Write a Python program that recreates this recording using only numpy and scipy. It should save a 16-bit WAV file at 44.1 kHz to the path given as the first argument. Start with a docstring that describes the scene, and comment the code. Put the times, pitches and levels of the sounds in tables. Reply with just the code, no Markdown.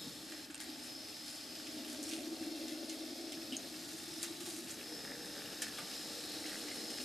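"""Model tram on a layout

A model tram is heard fairly close, then farther off, then close again from about 4.8 s; near 0.5 s it dips
briefly. The motor is coloured noise that swings with the rotor, plus noise-fed ringing modes. Wheels drum on
the baseboard as shaped noise, grind as streams of tiny impacts and click over joints as short bursts and rings.
A small room adds a decaying noise tail; a stereo microphone pair hears it all.
"""
import sys
import numpy as np
from scipy import signal
from scipy.fft import rfft, irfft
from scipy.io import wavfile
from scipy.ndimage import uniform_filter1d

SR = 44100
rng = np.random.default_rng(int(sys.argv[2]) if len(sys.argv) > 2 else 0)


def generate_wav(signal):
    """Clip the signal to [-1, 1] and save it as 16-bit WAV at the path in sys.argv[1]."""
    frames = np.transpose(np.atleast_2d(signal))
    scaled = np.clip(frames, -1, 1) * 32767
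    pcm = np.round(scaled).astype(np.int16)
    wavfile.write(sys.argv[1], SR, pcm)


N = 310464
TIME, FREQS = np.arange(N) / SR, np.fft.rfftfreq(N, 1 / SR)


def amp(db):
    """Decibels to gain."""
    return 10 ** (np.asarray(db) / 20)


def unit(x):
    """Scales to rms 1."""
    return x / np.sqrt(np.mean(x ** 2) + 1e-20)


def curve(rows, column=1):
    """One column of a table, interpolated over time."""
    table = np.transpose(rows)
    return np.interp(TIME, table[0], table[column])


def read(points, hz):
    """A spectrum table, interpolated on a log-frequency axis."""
    f, value = np.transpose(points)
    return np.interp(np.log(hz + 1), np.log(f + 1), value)


def colour(x, points):
    """Filters by a spectrum table, to rms 1."""
    gain = amp(read(points, FREQS))
    return unit(irfft(rfft(x) * gain, N))


def noise():
    """Two unrelated noises: sound from straight ahead and from the sides."""
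    return rng.standard_normal((2, N))


def wander(rate_hz):
    """Slow random signal of rms 1, up to about this rate."""
    lowpass = np.exp(-(FREQS / rate_hz) ** 2)
    return unit(irfft(rfft(rng.standard_normal(N)) * lowpass, N))


def grains(per_s, spread_db, decay_s):
    """Tiny impacts at random times, of uneven size, each a short decaying burst of noise."""
    hits = rng.random(N) < per_s / SR
    sizes = amp(spread_db * np.minimum(rng.exponential(1, N), 4)) * hits
    power = signal.lfilter([1], [1, -np.exp(-2 / (decay_s * SR))], sizes ** 2)
    return unit(np.sqrt(power) * noise())


def resonance(x, hz, width_hz):
    """Rings a double-pole resonance of fixed or moving pitch, to rms 1."""
    turn = np.exp(2j * np.pi * np.cumsum(hz * np.ones(N)) / SR)
    r = np.exp(-np.pi * width_hz / SR)
    # shift the pitch to 0 Hz, low-pass, shift back
    return unit((turn * signal.lfilter([1], np.poly([r, r]), x / turn)).real)


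def even(x, steadiness, size):
    """Evens out the strength over a moving window of size samples, to rms 1."""
    power = abs(uniform_filter1d(x[0] ** 2, size=size)) + 1e-9
    return unit(x / power ** steadiness)


def swell(middle_s, length_s):
    """A smooth rise and fall of height 1, down to e^-2 at length_s either side."""
    return np.exp(-2 * ((TIME - middle_s) / length_s) ** 2)


def add(mix, s, sound):
    """Mixes a sound in at a time."""
    part = mix[:, round(s * SR):][:, :sound.shape[-1]]
    part += sound[..., :part.shape[1]]


# how close the tram is heard: t/s, 0 far - 1 close
CLOSENESS = [(0, 0.55), (.4, 0), (4.55, 0.15), (4.95, 0.8), (7.04, 0.61)]


def by_distance(far, close):
    """Mixes the far and close values by how close the tram is heard."""
    closeness = np.clip(curve(CLOSENESS), 0, 1)
    return (1 - closeness) * far + closeness * close


def colour_by_distance(x, far, close):
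    """Mixes the far and close colours by how close the tram is heard."""
    return by_distance(colour(x, far), colour(x, close))


FALTER_S, FADE_S, HOLD_S, RECOVER_S = 0.477, 0.029, 0.079, 0.1


def falter():
    """Depth of the brief level dip: 0 running - 1 deepest."""
    corners_s = [-FADE_S, 0, HOLD_S, HOLD_S + RECOVER_S]
    return np.interp(TIME - FALTER_S, corners_s, [0, 1, 1, 0])


# room air spectrum: f/Hz, relative density/dB
AIR_SPECTRUM = [(15, -32), (35, -32), (60, -4.5), (85, -2), (160, -4.5), (300, -6), (450, -9.5), (700, -9),
                (860, 1.5), (1100, -4.5), (1600, -12.5), (6000, -33)]


def room_air(level_db=-62):
    """The air of the room: steady coloured noise."""
    return amp(level_db) * colour(noise(), AIR_SPECTRUM)


# room decay: f/Hz, t60/s
ROOM_T60 = [(250, 0.42), (1000, 0.39), (3000, 0.16), (10000, 0.055)]


def room(x, wet_db=-6.5):
    """A short diffuse tail whose treble dies first."""
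    hz, t, z = signal.stft(rng.standard_normal((2, SR // 2)), SR, nperseg=256)
    decay = np.exp(-np.log(1000) * t / read(ROOM_T60, hz)[:, None])
    tail = signal.istft(z * decay, SR, nperseg=256)[1]
    tail[:, :220] = 0  # 5 ms gap before the tail
    tail /= np.linalg.norm(tail[0])
    return x + amp(wet_db) * signal.fftconvolve(x[:1], tail, axes=1)[:, :N]


def reflections(x, strength=0.59, count=14):
    """Short echoes off track and model houses comb the sound, differently at each place on the way."""
    out, t = np.zeros((2, N)), np.arange(1500) / SR
    for place in range(count):
        sparse = rng.standard_normal(len(t)) * (rng.random(len(t)) < .05)
        taps = sparse * np.exp(-t / .018)
        taps *= strength / (np.linalg.norm(taps) + 1e-9)
        taps[0] = 1  # direct sound
        taps /= np.linalg.norm(taps)
        here = np.maximum(1 - abs(TIME / TIME[-1] * (count - 1) - place), 0)
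        out += here * signal.oaconvolve(x, taps[None], axes=1)[:, :N]
    return out


# narrow board modes, far and close: f/Hz, width/Hz, boost/dB
MODES_FAR = [(244, 9.7, 9.5), (311, 110, 9), (317, 13, 5.5), (435.3, 14, 10.5), (531, 23, 18.5),
             (624, 4.2, 23.5), (680, 14, 13.5), (745, 8.9, 18.5), (980, 23, 25)]
MODES_CLOSE = [(216, 16, 6.5), (256, 9, 5.3), (291, 62, 7), (431, 12, 4.4), (480, 15, 13), (508, 5.8, 2.7),
               (571.5, 13, 16.6), (651, 2.6, 17.4), (716, 10, 5), (943, 21, 11)]


def board(x, modes, response):
    """The board's sound: a broad response with narrow modes standing out of it."""
    modes_db = sum(db / (1 + (2 * (FREQS - hz) / width) ** 2) for hz, width, db in modes)
    return colour(irfft(rfft(x) * amp(modes_db), N), response)


def second_mode(far_hz=612, close_hz=500, far_db=-21, close_db=-13,
                hollow_db=10, hollow_s=2.61, hollow_length_s=0.97):
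    """The board's second mode, noise-fed, boosted on the hollow middle stretch."""
    ring = resonance(noise(), by_distance(far_hz, close_hz), width_hz=143)
    level_db = by_distance(far_db, close_db) + hollow_db * swell(hollow_s, hollow_length_s)
    return ring * amp(level_db)


# table boom: t/s, level/dB before boom_db
BOOM = [(.1, -52.5), (.35, -62.5), (2.3, -62.5), (2.95, -77), (3.4, -58), (5.0, -54.5), (7.04, -62)]
# table boom spectrum: f/Hz, relative density/dB
TABLE_SPECTRUM = [(30, -47), (80, -16.5), (120, -8.5), (155, -2), (205, -3), (260, -5), (500, -21)]


def table_boom(boom_db=-2):
    """The table booms: low coloured noise of changing level."""
    return colour(noise(), TABLE_SPECTRUM) * amp(curve(BOOM) + boom_db)


# rolling force on the board, greatest on the hollow middle stretch: t/s, relative level/dB
ROLLING = [(0, -54.5), (.55, -53.5), (.72, -52.5), (1.3, -58), (1.8, -48), (2.2, -45.5), (3.5, -48.5),
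           (4.05, -54.5), (4.45, -51.5), (4.8, -52), (5.1, -50.5), (5.95, -52.5), (6.4, -49), (7.04, -48.5)]
# main board mode, shifting with the tram's place: t/s, f/Hz, level/dB before evening and rolling force
HUM = [(0, 293, -4.5), (1.7, 300, -11.5), (2.25, 317.6, -0.5), (2.6, 315, 1.5), (3.3, 331.6, -6),
       (4.05, 327.6, -1.5), (4.2, 327, 2), (4.45, 340, 1), (4.6, 344, 2), (4.8, 300, -7.5),
       (7.04, 311, -5.5)]
# broad board response, far and close: f/Hz, relative density/dB
BOARD_FAR = [(20, -75), (100, -44), (160, -29), (215, -11), (260, -1.5), (320, -4), (375, -10), (425, -7),
             (480, -54), (540, -16), (720, -16), (900, -39), (1400, -54), (3000, -73)]
BOARD_CLOSE = [(20, -60), (60, -26), (145, -16), (190, -3.5), (240, -5.5), (295, -6), (365, -4.5),
               (450, -1.5), (560, -12.5), (800, -4.5), (1200, -18.5), (1800, -10), (3500, -31)]


def baseboard(level_db=-2, lumps_db=1.0, steadiness=0.27, falter_db=-5):
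    """Rough wheels drum on the hollow board under the track: noise through its modes."""
    wheels = noise()
    far, close = board(wheels, MODES_FAR, BOARD_FAR), board(wheels, MODES_CLOSE, BOARD_CLOSE)
    hum_hz = curve(HUM) + 3 * wander(12)
    hum = even(resonance(noise(), hum_hz, width_hz=31), .2, size=4000)
    drum = amp(level_db) * by_distance(far, close) + hum * amp(curve(HUM, column=2)) + second_mode()
    # partly evens out the drumming
    power = uniform_filter1d(drum[0] ** 2, size=4000) + 1e-9
    force_db = curve(ROLLING) + lumps_db * wander(39) + falter_db * falter()
    return drum / power ** steadiness * amp(force_db)


# bumps: t/s, level/dB before the envelope, f/Hz
THUMPS = [(0.063, -37.5, 263), (0.074, -44, 160), (0.321, -36.5, 297), (0.4966, -35.5, 305),
          (0.688, -34.5, 297), (0.781, -39, 294), (1.769, -31.5, 291), (2.127, -32, 290),
          (2.1736, -30, 317), (2.281, -31, 298), (2.409, -32.5, 253), (2.463, -30, 301), (3.3233, -36, 303),
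          (3.524, -28.5, 268), (4.3058, -36, 314), (4.404, -36, 327), (4.542, -40, 330), (4.577, -34, 333),
          (5.826, -42, 180), (6.683, -35, 307), (6.714, -45, 299)]


def bumps(decay_s=0.011, rise_s=0.0049):
    """A bump sets the board swinging for a few cycles, at a pitch that depends on the place."""
    out, t = np.zeros((2, N)), np.arange(SR // 8) / SR
    envelope = np.exp(-t / decay_s) * (1 - np.exp(-t / rise_s))
    for s, db, pitch in THUMPS:
        add(out[:1], s, amp(db) * np.sin(2 * np.pi * pitch * t) * envelope)
    return out


# rail joint knocks: t/s, level/dB before click_db and envelope, centre f/Hz, spread/octaves, decay/s
CLICKS = [(0.321, -46, 2800, 1.5, 0.005), (0.503, -49, 1800, 1, 0.0069), (0.508, -55, 8000, 0.34, 0.0098),
          (0.5452, -40.5, 5200, 1.9, 0.0017), (0.5447, -43, 2300, 0.62, .002),
          (0.554, -41, 8000, 0.37, .002), (.578, -42, 5000, 1.5, .002), (.596, -46, 3300, 0.68, .002),
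          (.6018, -37.5, 3880, 1.6, 0.0035), (.6105, -43, 6000, 1.2, 0.005),
          (1.5532, -43.5, 4470, 0.79, 0.0037), (1.668, -44, 3480, 0.86, 0.0079),
          (2.029, -38.5, 8000, 0.53, 0.0026), (2.0375, -39, 7500, .6, .003),
          (2.6827, -40.5, 5000, 0.66, 0.003), (2.895, -41.5, 4300, 0.91, 0.011),
          (3.3205, -46, 6470, 0.6, 0.0071), (3.5235, -49.5, 7800, .4, .009),
          (3.5302, -41, 3400, .35, 0.0039), (3.538, -48, 3100, 0.24, 0.013),
          (3.5676, -39, 7200, 0.31, 0.0017), (3.931, -45, 5000, 1.3, 0.0047),
          (4.229, -32, 6400, 0.84, 0.0034), (4.2344, -38, 3400, 2.1, 0.012),
          (4.4036, -47.5, 5500, 2.3, 0.024), (4.461, -43.5, 4500, 2.3, .01),
          (4.472, -50, 650, 0.65, 0.0087), (4.683, -56, 3000, 2.6, 0.012), (4.707, -45, 7000, 0.37, 0.011),
          (5.6187, -37.5, 7500, 0.88, 0.015), (5.621, -36.5, 3500, 1.3, 0.012),
          (5.772, -49, 3300, .25, .014), (5.784, -46.5, 1100, 1.2, 0.014), (5.788, -46.5, 620, 0.35, 0.015),
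          (5.786, -48, 9500, .3, .012), (5.788, -46, 2900, 0.57, 0.0054), (5.809, -51, 3300, .4, .003),
          (5.811, -59, 1100, .8, .01), (6.463, -42, 4200, 0.74, .004), (6.529, -45, 2900, 1, .004),
          (6.669, -47, 4000, 0.74, 0.0045), (6.684, -42, 3400, 1.0, .004), (6.715, -46.5, 2000, .4, 0.004),
          (6.903, -42, 4900, 1, 0.0057)]
# soft-edged contact of small wheels: f/Hz, gain/dB
CONTACT = [(200, -11), (800, 4.5), (9000, 6.5), (10800, 1.5), (14000, -1)]
# parts ringing as a wheel drops into a rail gap: t/s, f/Hz, level/dB before the envelope, decay/s
RINGS = [(0.545, 8500, -37, 0.0023), (3.524, 3000, -31, 0.0023), (3.5674, 6520, -23.5, 0.0012),
         (3.567, 8800, -33.5, 0.0013), (5.6196, 1740, -38.5, 0.0065), (5.785, 1200, -42, 0.0078)]


def joints(click_db=1, rise_s=0.0003):
    """Each knock is a brief noise clatter of small parts; decaying sines are parts left ringing."""
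    out, t = np.zeros((2, N)), np.arange(8192) / SR
    hz = np.fft.rfftfreq(len(t), 1 / SR)
    onset = 1 - np.exp(-t / rise_s)
    for s, db, centre, spread, decay in CLICKS:
        octaves = np.log2((hz + 1) / centre)
        bell = np.exp(-(octaves / spread) ** 2 / 2) * amp(read(CONTACT, hz))
        clatter = unit(irfft(rfft(rng.standard_normal((2, len(t)))) * bell))
        add(out, s, amp(db + click_db) * clatter * np.exp(-t / decay) * onset)
    for s, pitch, db, decay in RINGS:
        ring = np.sin(2 * np.pi * pitch * t) * np.exp(-t / decay) * onset
        add(out[:1], s, amp(db) * ring)
    return out


# rims singing on the curves: middle t/s, length/s, f/Hz, level/dB
SINGS = [(2.07, .16, 5600, -62), (4.1, .3, 3560, -62), (4.15, .14, 5620, -62), (4.3, .38, 3910, -58.5),
         (5.0, .4, 4830, -63), (5.25, .45, 3660, -62)]


def rims(width_hz=140):
    """A rubbed wheel rim sings thinly for a moment: noise through a narrow resonance."""
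    rubbing = noise()
    return sum(resonance(rubbing, hz, width_hz) * amp(db) * swell(s, length)
               for s, length, hz, db in SINGS)


SHELL_HZ, SHELL_SAG_HZ = 1895, 150
# loose shell ticking on the chassis: t/s, level/dB before room, f/Hz
TICKS = [(0.323, -39, 1800), (.337, -44, 1900), (.381, -49, 1850), (.351, -42, 1900), (.363, -43, 1890),
         (.603, -43, 1840), (.619, -46, 1800), (1.929, -50, 1900), (4.134, -42, 1940),
         (5.0506, -34.5, 1760), (5.078, -37.5, 1800), (5.105, -38, 1800), (5.119, -34, 1840),
         (5.668, -36, 1750), (6.4422, -36, 2000), (6.456, -37, 2010), (6.5183, -36, 1910),
         (6.522, -39, 1950), (6.531, -37, 1640), (6.544, -38, 1960), (6.557, -36, 1950), (6.639, -41, 1500),
         (6.673, -42, 2000), (6.685, -39, 1950), (6.714, -40, 2050), (6.72, -43, 2160), (6.986, -36, 1830)]


def shell(turns, spread_db=2.5, buzz_db=-61, buzz_s=5.3, buzz_length_s=0.82, tick_decay_s=0.0011, wet_db=-13):
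    """The loose body shell taps once per motor turn around buzz_s, and ticks at jolts."""
    out, t = np.zeros((2, N)), np.arange(SR // 20) / SR
    sizes = amp(spread_db * np.clip(rng.standard_normal(N), -2, 2))
    taps = np.diff(np.floor(turns), prepend=0) * sizes
    buzz = resonance(taps, SHELL_HZ - SHELL_SAG_HZ, width_hz=340)
    out[0] = buzz * amp(buzz_db) * swell(buzz_s, buzz_length_s)
    for s, db, pitch in TICKS:
        tick = np.sin(2 * np.pi * pitch * t) * np.exp(-t / tick_decay_s)
        add(out[:1], s, amp(db) * tick)
    return room(out, wet_db)


# towards the points the running gear works ever harder
POINTS_FROM_S, SCRAPE_DB_PER_S, CHATTER_DB_PER_S = 5.6, 4, 2
# binding flanges, also played by flanges():
# middle t/s, length/s, scrape level/dB and chatter level/dB (each before bind_db)
BINDS = [(0.343, 0.072, -60, -54.5), (0.628, 0.032, -51, -54), (0.86, 0.041, -51.5, -63),
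         (1.314, 0.1, -51, -66), (1.678, .08, -62, -66), (1.917, 0.081, -52, -54.5),
         (2.106, 0.12, -50, -71), (2.436, .07, -59, -62), (2.71, 0.049, -56, -59), (2.916, .06, -55, -69),
         (4.04, 0.52, -54, -62), (4.24, 0.054, -54, -57), (4.54, 0.15, -50, -72), (4.712, 0.048, -51, -54),
         (5.67, 0.058, -54, -54), (6.535, 0.037, -64, -62), (6.7, 0.049, -64, -55)]
# gear chatter spectrum: f/Hz, relative density/dB
GEAR_SPECTRUM = [(600, -36), (1200, -11.5), (1750, -1.5), (2100, -12), (2700, -1.5), (5000, -23),
                 (10000, -18)]


def gears(far_db=-66, close_db=-60.5, bind_db=-5, uneven_db=2, shell_db=-3):
    """Loose gears chatter as sparse impacts, harder when wheels bind, and then set the shell buzzing."""
    steady_db = by_distance(far_db, close_db) + CHATTER_DB_PER_S * np.maximum(TIME - POINTS_FROM_S, 0)
    binding = sum(amp(db + bind_db) * swell(s, length) for s, length, _, db in BINDS)
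    level = np.hypot(amp(steady_db + uneven_db * wander(5.4)), binding)
    chatter = colour(grains(per_s=180, spread_db=5.0, decay_s=0.0029), GEAR_SPECTRUM)
    shell_hz = SHELL_HZ - by_distance(0, SHELL_SAG_HZ)
    buzz = resonance(grains(per_s=510, spread_db=1.5, decay_s=0.0011), shell_hz, width_hz=520)
    return chatter * level + buzz * amp(shell_db) * binding


# rail scrape spectrum: f/Hz, relative density/dB
GRIT = [(600, -29), (1500, -3.5), (2800, -5.5), (5000, 1), (6500, -0.5), (7600, 0.5), (9200, -0.5),
        (11000, -5), (13500, -11.5)]


def flanges(far_db=-59.5, close_db=-55, bind_db=1, uneven_db=1, falter_db=-6):
    """Wheel flanges grind along the rails as dense tiny impacts, louder wherever they bind."""
    steady_db = by_distance(far_db, close_db) + SCRAPE_DB_PER_S * np.maximum(TIME - POINTS_FROM_S, 0)
    binding = sum(amp(db + bind_db) * swell(s, length) for s, length, db, _ in BINDS)
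    level = np.hypot(amp(steady_db + uneven_db * wander(8.3) + falter_db * falter()), binding)
    return colour(grains(per_s=1000, spread_db=2.0, decay_s=0.0011), GRIT) * level


# flange catching a rail end: t/s, level/dB before the envelope, decay/s
SCRAPES = [(2.109, -45, .04), (2.133, -52, .025), (2.176, -57, 0.027), (3.32, -39.5, 0.017)]
# caught flange spectrum: f/Hz, relative density/dB
FLANGE_SPECTRUM = [(900, -31), (1900, -7), (2800, 3.5), (4400, -4), (6500, -7), (12000, -16)]


def scrapes(rise_s=0.002):
    """A flange catches the rail and grinds free in a dying run of tiny slips."""
    level = 0
    for s, db, decay in SCRAPES:
        age = np.maximum(TIME - s, 0)
        level = level + amp(db) * np.exp(-age / decay) * (1 - np.exp(-age / rise_s))
    return colour(grains(per_s=900, spread_db=1.0, decay_s=0.00088), FLANGE_SPECTRUM) * level


def rotor(mean_hz=73.5, drift=0.011):
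    """Turns of the motor so far, at a slightly drifting speed."""
    return np.cumsum(mean_hz * (1 + drift * wander(3.7))) / SR


def commutation(turns, poles=0.15):
    """Brush pressure swings once a turn and at each of the three poles."""
    angle = 2 * np.pi * turns
    once = .09 * (np.cos(angle) + np.cos(2 * angle) / 2)
    return unit(1 + once + poles * np.cos(3 * angle))


# brush hiss: t/s, level/dB before hiss_db
BRUSHES = [(0, -56.5), (.11, -56.5), (.18, -56.5), (.33, -55), (1.9, -53.5), (3.4, -54), (4.7, -55.5),
           (5.3, -53), (5.8, -51), (7.04, -51)]
# brush hiss spectrum, far and close: f/Hz, relative density/dB
HISS_FAR = [(300, -27), (600, -1.5), (1200, -11), (2300, -5), (3000, -5), (3900, -0.5), (4600, 1),
            (5700, -4.5), (7000, -7.5), (10000, -11.5), (13500, -12.5)]
HISS_CLOSE = [(500, -22), (1200, -12.5), (2400, -13.5), (3300, -7.5), (4200, -4), (4750, -5), (5300, -0.5),
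              (5800, -10), (7000, -10.5), (10000, -16.5), (13500, -17)]
# upper motor mode pitch: t/s, f/Hz
WHINE_HZ = [(0, 5220), (1.0, 5220), (1.75, 5190), (2.5, 5250), (3.3, 5170), (4.15, 5210), (4.9, 5272),
            (5.5, 5295), (6.1, 5235), (7.04, 5215)]
# motor ringing: t/s, upper mode level/dB, lower mode level/dB (both before whine_db)
WHINE = [(0, -52.5, -63), (.19, -62, -68), (.35, -55, -66), (.65, -61, -59), (.93, -50, -58.5),
         (1.12, -55.5, -56), (1.6, -58, -53.5), (2.2, -63, -65), (2.5, -56, -61), (3.0, -57, -65),
         (3.27, -55, -57), (3.5, -59, -58), (3.9, -62, -66), (4.15, -56, -58), (4.65, -64, -70),
         (4.94, -50.5, -56), (5.2, -57, -55), (5.65, -57, -62), (5.95, -56, -53), (6.15, -64, -53),
         (6.35, -58, -62), (6.65, -59, -63), (6.87, -52, -51), (7.04, -52, -54)]
# worm drive whirr: t/s, f/Hz, level/dB
WHIRR = [(0, 3750, -54), (.4, 3600, -75), (3.3, 3530, -63), (4.4, 3930, -76), (4.9, 4030, -70),
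         (5.7, 3920, -68), (6.3, 4100, -53.5), (7.04, 4230, -59.5)]


def motor(turns, hiss_db=3, whine_db=-2.5, lower_hz=5095, flutter_db=0.57, falter_db=-7):
    """Brushes hiss on the commutator; the motor rings with it in two close modes, the drive in one."""
    pressure = commutation(turns) * amp(flutter_db * wander(22))
    hiss = colour_by_distance(noise() * pressure, HISS_FAR, HISS_CLOSE) * amp(curve(BRUSHES) + hiss_db)
    upper = even(resonance(noise() * pressure, curve(WHINE_HZ), width_hz=160), .3, size=2000)
    lower = even(resonance(noise() * pressure, lower_hz, width_hz=80), .35, size=2000)
    whine = upper * amp(curve(WHINE)) + lower * amp(curve(WHINE, column=2))
    whirr = resonance(noise() * pressure, curve(WHIRR), width_hz=600) * amp(curve(WHIRR, column=2))
    return amp(falter_db * falter()) * (reflections(hiss) + amp(whine_db) * whine + whirr)


# microphone level difference: f/Hz, left minus right/dB
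BALANCE = [(30, -4), (130, 1.5), (300, 1.5), (550, 2), (1000, 0.2), (2000, 0.3), (4500, 1.2), (12000, -1.2)]
# side gain, far and close: f/Hz, side minus front/dB
SIDE_FAR = [(30, -6), (70, -7), (130, -9), (280, -21), (550, -12.5), (1100, -5.5), (2200, -6),
            (4500, -12.5), (8000, -10.5), (12000, -6)]
SIDE_CLOSE = [(30, -6), (70, -12), (130, -17), (280, -28), (550, -21), (1100, -17), (2200, -16),
              (4500, -14.5), (8000, -11), (12000, -4)]


def microphones(x):
    """Front and side sound reach the left and right capsules; a close tram sounds narrower."""
    lean = amp(read(BALANCE, FREQS) / 2)
    front, side = rfft(x)
    far, close = (irfft(side * amp(read(width, FREQS)), N) for width in (SIDE_FAR, SIDE_CLOSE))
    side = rfft(by_distance(far, close))
    return irfft(np.array([(front + side) * lean, (front - side) / lean]), N)


def scene():
    """The tram on its board, in the room."""
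    turns = rotor()
    under = baseboard() + table_boom() + bumps()
    running_gear = reflections(flanges() + gears()) + scrapes() + rims()
    tram = motor(turns) + shell(turns) + running_gear
    return microphones(room_air() + under + room(joints()) + tram)


def record(dry, notch_hz=990, notch_width_hz=55, notch_db=-13, edge_hz=13700):
    """The recorder has a narrow notch near 1 kHz and a steep upper band limit."""
    notch = amp(notch_db / (1 + ((FREQS - notch_hz) / notch_width_hz) ** 2))
    edge = (1 - np.tanh((FREQS - edge_hz) / 90)) / 2
    return irfft(rfft(dry) * notch * edge, N)


dry = scene()
out = record(dry)
generate_wav(out)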